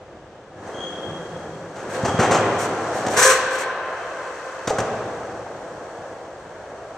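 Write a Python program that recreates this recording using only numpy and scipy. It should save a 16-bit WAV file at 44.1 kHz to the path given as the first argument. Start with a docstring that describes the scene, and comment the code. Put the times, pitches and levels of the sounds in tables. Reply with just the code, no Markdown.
"""In a large, bare gallery with softly rushing ventilation, a skateboard crosses the concrete floor.
Its wheels rumble over tiny bumps and squeak; the wooden deck clatters under the rider's feet.
The wheels scrape in a skid, then stick and slip so that they sing through a glide.
The board clacks twice and rolls away, and the hall rings on after every blow."""
import sys
import numpy as np
from scipy import signal
from scipy.fft import rfft, irfft, next_fast_len
from scipy.io import wavfile

SR = 44100
rng = np.random.default_rng(int(sys.argv[2]) if len(sys.argv) > 2 else 0)


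def dump(signal):
    """Clip the signal to [-1, 1] and save it as 16-bit WAV at the path in sys.argv[1]."""
    limited = np.clip(np.atleast_2d(signal).T, -1, 1)
    pcm = np.round(limited * 32767).astype(np.int16)
    wavfile.write(sys.argv[1], SR, pcm)


N = 307630
TIME = np.arange(N) / SR
FFT_SIZE = next_fast_len(N + 3 * SR)  # leaves room for the hall's echo
FREQS = np.maximum(np.arange(FFT_SIZE // 2 + 1) * SR / FFT_SIZE, 1)
GLIDE_START_S, GLIDE_END_S = 3.17, 4.66  # from the big skid to the last two clacks

# axles landing wheel by wheel, and at 2.047, 2.189 and 2.308 s the rider's footsteps and shoe scuffs: t/s,
# wood/dB, metal/dB, thud/dB, rattle/s, second blow's delay/s
CLACKS = [(1.752, -24, -42, -50, 0.048, 0.031), (2.047, -9, -24.5, -23, 0.019, .03),
          (2.189, -2.5, -22, -8.5, .035, .033), (2.308, -3, -19, -20.5, 0.031, .031),
          (3.065, -7.5, -21, -25, 0.0055, .017), (3.174, -9, -23, -27.5, 0.014, .026),
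          (4.673, -13, -20, -21.5, .012, .021), (4.784, -8.5, -19.5, -20, 0.0075, .016)]
# the rider's weight comes down on the deck: t/s, thud/dB, deck ring/dB
STEPS = [(.503, -55, -30.5), (1.085, -27, -35), (2.032, -13.5, -17), (2.082, -21, -23), (2.141, -15.5, -19),
         (2.947, -35, -15), (3.135, -40, -13), (4.705, -31, -1.5), (4.81, -24, -7.5)]


def from_db(db):
    """Turn decibels into a gain."""
    return 10 ** (np.asarray(db) / 20)


def rms_one(x):
    """Scale a signal to an average power of 1."""
    return x / np.sqrt(np.mean(x ** 2) + 1e-20)


def at_hz(points, hz):
    """Read a table between its rows, with frequency spaced in octaves."""
    f, value = np.transpose(points)
    return np.interp(np.log(hz), np.log(f), value)


def since(s):
    """Seconds gone by since a moment; zero before it."""
    return np.maximum(TIME - s, 0)


def gate(start_s, end_s, attack_s, release_s):
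    """A level that fades in at the start, holds, and fades out from the end on."""
    return np.clip(since(start_s) / attack_s, 0, 1) * np.clip(1 - since(end_s) / release_s, 0, 1)


def swell(peak_s, half_s, squareness=1.97):
    """A level that builds and eases in a bell shape."""
    return np.exp(-np.abs((TIME - peak_s) / half_s) ** squareness)


def drift(rate_hz):
    """A smooth random wobble of typical size 1, mostly slower than this rate."""
    hop, warm_up = 40, 2000
    r = np.exp(-2 * np.pi * hop * rate_hz / SR)
    noise = rng.standard_normal(N // hop + warm_up + 2)
    slow = signal.lfilter([1], [1, -2 * r, r * r], noise)[warm_up:]
    return np.interp(np.arange(N) / hop, np.arange(len(slow)), rms_one(slow))


def grains(per_s, spread_db, size=N):
    """Tiny contacts at random moments and of uneven strength."""
    strengths = from_db(spread_db * np.minimum(rng.exponential(1, size), 4)) * rng.choice([-1, 1], size)
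    return rms_one(strengths * (rng.random(size) < per_s / SR))


def through(x, response):
    """Filter a signal with one gain for each frequency."""
    return irfft(rfft(x, FFT_SIZE) * response, FFT_SIZE)[..., :N]


def colour(x, tone):
    """Give a signal the spectrum in a table; only its shape counts, not its overall level."""
    size = 4096
    hz = np.maximum(np.arange(size // 2 + 1) * SR / size, 1)
    octaves_out = np.maximum(np.log2(tone[0][0] / hz), 0) + np.maximum(np.log2(hz / tone[-1][0]), 0)
    gain = from_db(at_hz(tone, hz) - 30 * octaves_out)
    # a minimum-phase filter: nothing sounds ahead of the hit
    cepstrum = irfft(np.log(gain + 1e-5))
    kernel = irfft(np.exp(rfft(2 * cepstrum[:size // 2], size)))
    return signal.oaconvolve(x, kernel / np.linalg.norm(kernel))[:N]


def ring(drive, hz, t60):
    """One ringing note that dies away by 60 dB in t60 seconds."""
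    r, w = from_db(-60 / (t60 * SR)), 2 * np.pi * hz / SR
    gain = np.sin(w) * np.sqrt(2 * (1 - r * r))
    return signal.lfilter([0, gain], [1, -2 * r * np.cos(w), r * r], drive + 1e-18)


def diffuse(mid, side):
    """Sound from all around: left and right are alike in the bass and differ in the treble."""
    # stereo width: f/Hz, side compared with mid/dB
    width = [(30, -12), (70, -14), (250, -26.5), (600, -18), (1200, -11.5), (2000, -8.5), (3000, 0),
             (5000, -1), (8000, -3), (14000, -1.5)]
    return mid + through(side, from_db(at_hz(width, FREQS))) * np.array([[1], [-1]])


def nearby(x):
    """Direct sound reaches the two microphones slightly out of step."""
    # how far the left one is ahead: f/Hz, phase/rad
    lead = [(5500, 0.18), (7060, 1.5), (9400, -1.2), (14000, -0.66)]
    return through(x, np.exp(.5j * at_hz(lead, FREQS) * np.array([[1], [-1]])))


def texture(tone, per_s, spread_db):
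    """A stereo wash of tiny contacts with this spectrum."""
    return diffuse(*[colour(grains(per_s, spread_db), tone) for _ in range(2)])


def air(level_db=-48):
    """Steady ventilation noise fills the hall."""
    # spectrum of the ventilation: f/Hz, level/dB
    tone = [(22, -16), (45, -1), (75, 4.5), (110, 4), (250, -3.5), (480, 4.5), (900, -4), (1600, -8.5),
            (2400, -16), (3100, -16.5), (4200, -23.5), (6400, -25), (8200, -33), (10500, -53), (14000, -60)]
    return from_db(level_db) * diffuse(*[colour(white, tone) for white in rng.standard_normal((2, N))])


def hall_response(build_s=0.0097):
    """The echo, as a filter: it builds up as the walls answer, and its treble dies first."""
    # how long the hall rings: f/Hz, time to fall 60 dB/s
    ring_times = [(60, 1.5), (150, 2.3), (500, 2.03), (1500, 2.4), (3300, 1.79), (4500, 1.16), (7000, 0.67),
                  (14000, 0.31)]
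    t, edges = TIME[:3 * SR], np.geomspace(35, 16000, 19)
    white, tail = rng.standard_normal((2, 2, len(t))), np.zeros((2, N))
    for k, (low, high) in enumerate(zip(edges, edges[1:])):
        band = signal.sosfilt(signal.butter(2, [low, high], "band", fs=SR, output="sos"), white[k % 2])
        t60 = at_hz(ring_times, np.sqrt(low * high))
        tail[:, :len(t)] += band * np.exp(-np.log(1000) * t / t60)
    tail *= 1 - np.exp(-(TIME / build_s) ** 2)
    return rfft(diffuse(*tail) * np.sqrt(6 / SR), FFT_SIZE)


def bearings(run_db, gliding, level_db=-55.0, follows=1.17, dip_db=13, return_s=3.82, recovery_s=0.38):
    """The bearings hiss with the speed; the hiss dips after the skid and recovers."""
    # spectrum of the hiss: f/Hz, level/dB
    tone = [(1530, -29), (2600, -9), (2810, -11), (3070, -3), (3860, -6.5), (4430, -3), (4830, -7.5),
            (6070, -1), (7220, -5.5), (8100, -6), (10000, -21.5), (11600, -27), (13700, -32.5),
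            (14500, -20)]
    dip = gliding * np.exp(-since(return_s) / recovery_s)
    return from_db(level_db + follows * run_db - dip_db * dip) * texture(tone, per_s=22000, spread_db=4.5)


def rumble(run_db, gliding, level_db=-43.0, follows=0.8, glide_loss_db=19, leaving_db_per_s=3.0):
    """The floor rumbles under the wheels, hardly at all in the glide, and less as the board leaves."""
    # spectrum of the rumble: f/Hz, level/dB
    tone = [(45, -34), (70, -13), (97, 0), (144, -1), (200, -0.5), (260, -3), (310, 2)]
    db = level_db + follows * run_db - glide_loss_db * gliding - leaving_db_per_s * since(GLIDE_END_S)
    return from_db(db) * texture(tone, per_s=1500, spread_db=6.0)


def growl(run_db, gliding, light_db=-35.5, heavy_db=-35.0, follows=0.9, glide_loss_db=6.5, loaded_s=1.84):
    """The deck growls, higher once the rider's weight is on it."""
    # spectra of the deck under a light and a heavy load: f/Hz, level/dB
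    light_tone = [(140, -24), (240, -19), (371, -5.5), (431, -8.5), (522, -0.5), (574, -7), (620, -7.5),
                  (647, -7.5), (707, -6), (1000, -17), (1300, -53), (2200, -120)]
    heavy_tone = [(150, -44), (260, -18.5), (335, -7.5), (432, -4.5), (490, 1), (570, -1.5), (667, -0.5),
                  (734, -3), (799, -4.5), (957, -11), (1100, -15.5), (1430, -47), (2420, -120)]
    loaded = np.clip(TIME - loaded_s, 0, 1)
    light, heavy = (texture(tone, per_s=4000, spread_db=2.0) for tone in (light_tone, heavy_tone))
    deck = from_db(light_db) * np.sqrt(1 - loaded) * light + from_db(heavy_db) * np.sqrt(loaded) * heavy
    return from_db(follows * run_db - glide_loss_db * gliding) * deck


def rolling(roar_db=-42.5, throb_db=-0.5, turns_per_s=20.5, uneven_db=0.46):
    """Wheels drum over the fine roughness of the floor and throb once a turn."""
    # how hard the wheels run (push-off, burst of speed, roll away): t/s, level over an easy roll/dB
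    effort = [(0.0, -12), (0.52, -12.5), (0.68, 1), (1.3, 0.5), (1.73, -2), (2.05, 9), (2.8, 7.5),
              (3.1, 10.5), (3.9, 9), (4.62, 4.5), (4.85, 4), (5.5, -1), (6.05, -1.5), (6.3, -4),
              (6.98, -3.5)]
    # spectrum of the wheels' roar: f/Hz, level/dB
    roar_tone = [(500, -33.5), (850, -6.5), (991, -2), (1080, -1), (1250, -1), (1490, -3), (1630, -1.5),
                 (2070, -12), (2290, -14.5), (2380, -18.5), (2600, -17), (3800, -33), (4200, -29.5),
                 (5460, -38), (9240, -120)]
    run_db = np.interp(TIME, *np.transpose(effort))
    gliding = gate(GLIDE_START_S, GLIDE_END_S, attack_s=0.17, release_s=0.018)
    wheel_angle = 2 * np.pi * np.cumsum(turns_per_s * (1 + 0.0606 * drift(1.32))) / SR
    throb = from_db(throb_db * np.sin(wheel_angle) + uneven_db * drift(7.4))
    roar = from_db(roar_db + run_db) * texture(roar_tone, per_s=8000, spread_db=1.0)
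    return throb * (rumble(run_db, gliding) + growl(run_db, gliding) + roar) + bearings(run_db, gliding)


def drone(hz=168, t60=0.07, start_s=1.06, end_s=1.7, level_db=-39, fade_db_per_s=16.5):
    """The board hums a low note, shaken by the floor once a foot is on it."""
    bumps = grains(per_s=1500, spread_db=-1.0)
    hum = rms_one(ring(ring(bumps, hz, t60), hz, t60))
    level = from_db(level_db - fade_db_per_s * since(start_s))
    return hum * level * gate(start_s, end_s, attack_s=0.03, release_s=0.29)


def squeaks(jitter=0.0119, scoop=0.025, scoop_s=0.051, octave_db=-14, rough_db=4.0):
    """Thin rubbery squeals slide up to their pitch, swell and stop."""
    # each squeal: t/s, length/s, f/Hz, level/dB
    squeals = [(0.71, 0.245, 3272, -39.5), (1.988, 0.29, 3240, -41)]
    out, waver = np.zeros(N), 1 + jitter * drift(102)
    for s, length_s, hz, level_db in squeals:
        pitch = hz * waver * (1 - scoop * np.exp(-since(s) / scoop_s))
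        phase = 2 * np.pi * np.cumsum(pitch) / SR
        arch = np.sin(np.pi * np.minimum(since(s) / length_s, 1))
        out += from_db(level_db) * arch * (np.sin(phase) + from_db(octave_db) * np.sin(2 * phase))
    return out * from_db(rough_db * drift(110))


def howl(hz=523, flat_hz=33, settle_s=0.0392, peak_s=3.27, half_s=0.058, peak_db=-16.5,
         held_db=-27.5, fade_db_per_s=8.5, jitter=0.0055, rough_db=4.5):
    """The rubbery wheels stick and slip: a note rises, flares up, then sings on through the glide."""
    # the tones in the howl: multiple of the pitch, level/dB
    partials = [(1, 2.5), (1.99, 1), (2.96, -2.5), (3.905, -16), (4.94, -16), (5.96, -21.5)]
    age = since(GLIDE_START_S)
    pitch = (hz - flat_hz * np.exp(-age / settle_s)) * (1 + jitter * drift(44.6))
    phase = 2 * np.pi * np.cumsum(pitch) / SR
    tone = sum(from_db(db + rough_db * drift(27)) * np.sin(k * phase) for k, db in partials)
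    level = from_db(peak_db) * swell(peak_s, half_s) + from_db(held_db - fade_db_per_s * age)
    return rms_one(tone) * level * gate(GLIDE_START_S, GLIDE_END_S, attack_s=0.015, release_s=0.02)


def skid(judder_db=1.5, rasp_lag_s=0.016, rasp_stretch=1.23, bite_s=0.0067, bite_lead=0.98):
    """Wheels turned sideways bite, then judder over the concrete; a low rasp trails the bright grit."""
    # each scuff of the wheels: peak t/s, half length/s, rasp/dB, grit/dB
    scuffs = [(1.943, 0.052, -34, -43.5), (2.626, 0.048, -32.5, -35.5), (2.976, 0.042, -37, -42),
              (3.132, 0.039, -29.5, -36.5), (3.249, 0.086, -15.5, -17.5), (3.546, 0.044, -32.5, -39),
              (3.609, .03, -34, -37.5)]
    # spectra of the rasp and the grit: f/Hz, level/dB
    rasp_tone = [(180, -58), (300, -27.5), (417, -1.5), (467, 1.5), (517, -5.5), (610, -30), (655, -50),
                 (910, -19.5), (1040, -1), (1390, -6.5), (1570, 1.5), (1930, -7.5), (3500, -19),
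                 (4550, -18), (7700, -120)]
    grit_tone = [(1410, -31), (2400, -6.5), (2790, -27), (4220, -13.5), (4940, -12.5), (5880, -1.5),
                 (7200, -4), (8120, -3), (9950, -16.5), (13700, -22), (14500, -58)]
    rasp_level, grit_level = np.zeros((2, N))
    for s, half_s, rasp_db, grit_db in scuffs:
        bite = np.clip(since(s - bite_lead * half_s) / bite_s, 0, 1)
        rasp_level += from_db(rasp_db) * bite * swell(s + rasp_lag_s, half_s * rasp_stretch)
        grit_level += from_db(grit_db) * bite * swell(s, half_s)
    rasp = from_db(-0.34) * rasp_level * texture(rasp_tone, per_s=2200, spread_db=0.0)
    close = nearby(colour(grains(per_s=14000, spread_db=2.0), grit_tone))
    scattered = texture(grit_tone, per_s=25000, spread_db=3.5)
    grit = grit_level * (from_db(-1.0) * close + from_db(-5.5) * scattered)
    return (rasp + grit) * from_db(judder_db * drift(33))


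def thuds(boost_db=21):
    """Each clack and step gives a single soft push to board and floor."""
    # spectrum of a thud: f/Hz, level/dB
    tone = [(45, -27), (70, -10.5), (108, 4.5), (140, -1.5), (200, -0.5), (260, -5.5), (350, -37)]
    pushes = np.zeros(N)
    for s, db in [(s, db) for s, _, _, db, _, _ in CLACKS] + [(s, db) for s, db, _ in STEPS]:
        pushes[int(s * SR)] = from_db(db + boost_db)
    return colour(pushes, tone)


def blow(s, db, rattle_s, contact, rise_share=0.22):
    """The force of one sharp contact, followed by a rattle that swells and dies."""
    age, force = TIME[:SR // 4], np.zeros(N)
    shake = (1 - np.exp(-age / (rise_share * rattle_s))) * np.exp(-age / rattle_s)
    burst = grains(per_s=6000, spread_db=2.0, size=len(age)) * shake
    burst[0] += contact * shake.max()
    force[int(s * SR):int(s * SR) + len(age)] = from_db(db) * burst
    return force


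def knocks(second_wheel_db=-3.5, wood_db=-7.0, clack_ring_db=-20.5, step_ring_db=-7.5, crack_db=-1.0):
    """Clacks knock the wood and the metal axle mounts; both clacks and steps set the deck ringing."""
    # spectra of the wood's knock and the metal's crack: f/Hz, level/dB
    wood_tone = [(250, -1), (310, -5.5), (420, 4.5), (600, -5), (740, 0.5), (950, -2.5), (1270, -4),
                 (1650, -8.5), (1950, -12.5), (2400, -17.5), (3000, -20)]
    crack_tone = [(1290, -5.5), (2200, -12), (3290, -14.5), (3670, -13.5), (5240, -14.5), (6090, -7.5),
                  (7900, -12.5), (10100, -30.5), (13700, -39), (14500, -32)]
    # notes of the plywood deck as it bends: f/Hz, level/dB, time to fall 60 dB/s
    deck_notes = [(411.7, -7, 0.083), (511, -3, 0.029), (597, -6.5, 0.055), (653, -3.5, 0.022),
                  (753, -1, 0.054), (783.5, -1.5, 0.074), (1010, -26, 0.19), (1250, -14.5, 0.065)]
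    on_wood, on_metal = np.zeros((2, N))
    for s, body_db, metal_db, _, rattle_s, after_s in CLACKS:
        for at_s, wheel_db in ((s, 0), (s + after_s, second_wheel_db)):
            on_wood += blow(at_s, body_db + wheel_db, rattle_s, contact=6.3)
            on_metal += blow(at_s, metal_db + wheel_db, rattle_s, contact=1.6)
    stepping = sum(blow(s, db, rattle_s=0.0069, contact=7.6) for s, _, db in STEPS)
    on_deck = from_db(clack_ring_db) * on_wood + from_db(step_ring_db) * stepping
    wood = from_db(wood_db) * colour(on_wood, wood_tone)
    deck = sum((-1) ** k * from_db(db) * ring(on_deck, hz, t60)
               for k, (hz, db, t60) in enumerate(deck_notes))
    return wood + deck, from_db(crack_db) * colour(on_metal, crack_tone)


def scene():
    """The ventilation, the board, and the hall's echo of its blows, skids and squeals."""
    body, crack = knocks()
    thud, slide, wail, squeal = thuds(), skid(), howl(), squeaks()
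    direct = nearby(thud + body + crack + wail + from_db(-0.5) * squeal)
    blows = from_db(-2.5) * thud + from_db(1.9) * body + from_db(-4.0) * crack
    friction = from_db(-7.0) * slide[0] + from_db(-4.5) * wail + from_db(3.0) * squeal
    return air() + rolling() + drone() + slide + direct + through(blows + friction, hall_response())


def record(dry, ceiling=0.88, cutoff_hz=14400):
    """The right microphone is duller than the left; peaks are rounded and the highest treble is cut."""
    # balance of the microphones: f/Hz, left minus right/dB
    tilt = [(100, 0.6), (800, 0.1), (1600, 1.5), (2800, 3.5), (4500, 2.5), (6500, -4.5), (8000, 12),
            (10000, 8), (14000, 17)]
    ratio = from_db(at_hz(tilt, FREQS))
    pair = through(dry, 2 * np.array([ratio, np.ones_like(ratio)]) / (1 + ratio))
    rounded = pair / (1 + (pair / ceiling) ** 6) ** (1 / 6)
    treble_cut = 1 / np.sqrt(1 + np.minimum(FREQS / cutoff_hz, 2) ** 200)
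    return through(rounded, treble_cut)


dry = scene()
out = record(dry)
dump(out)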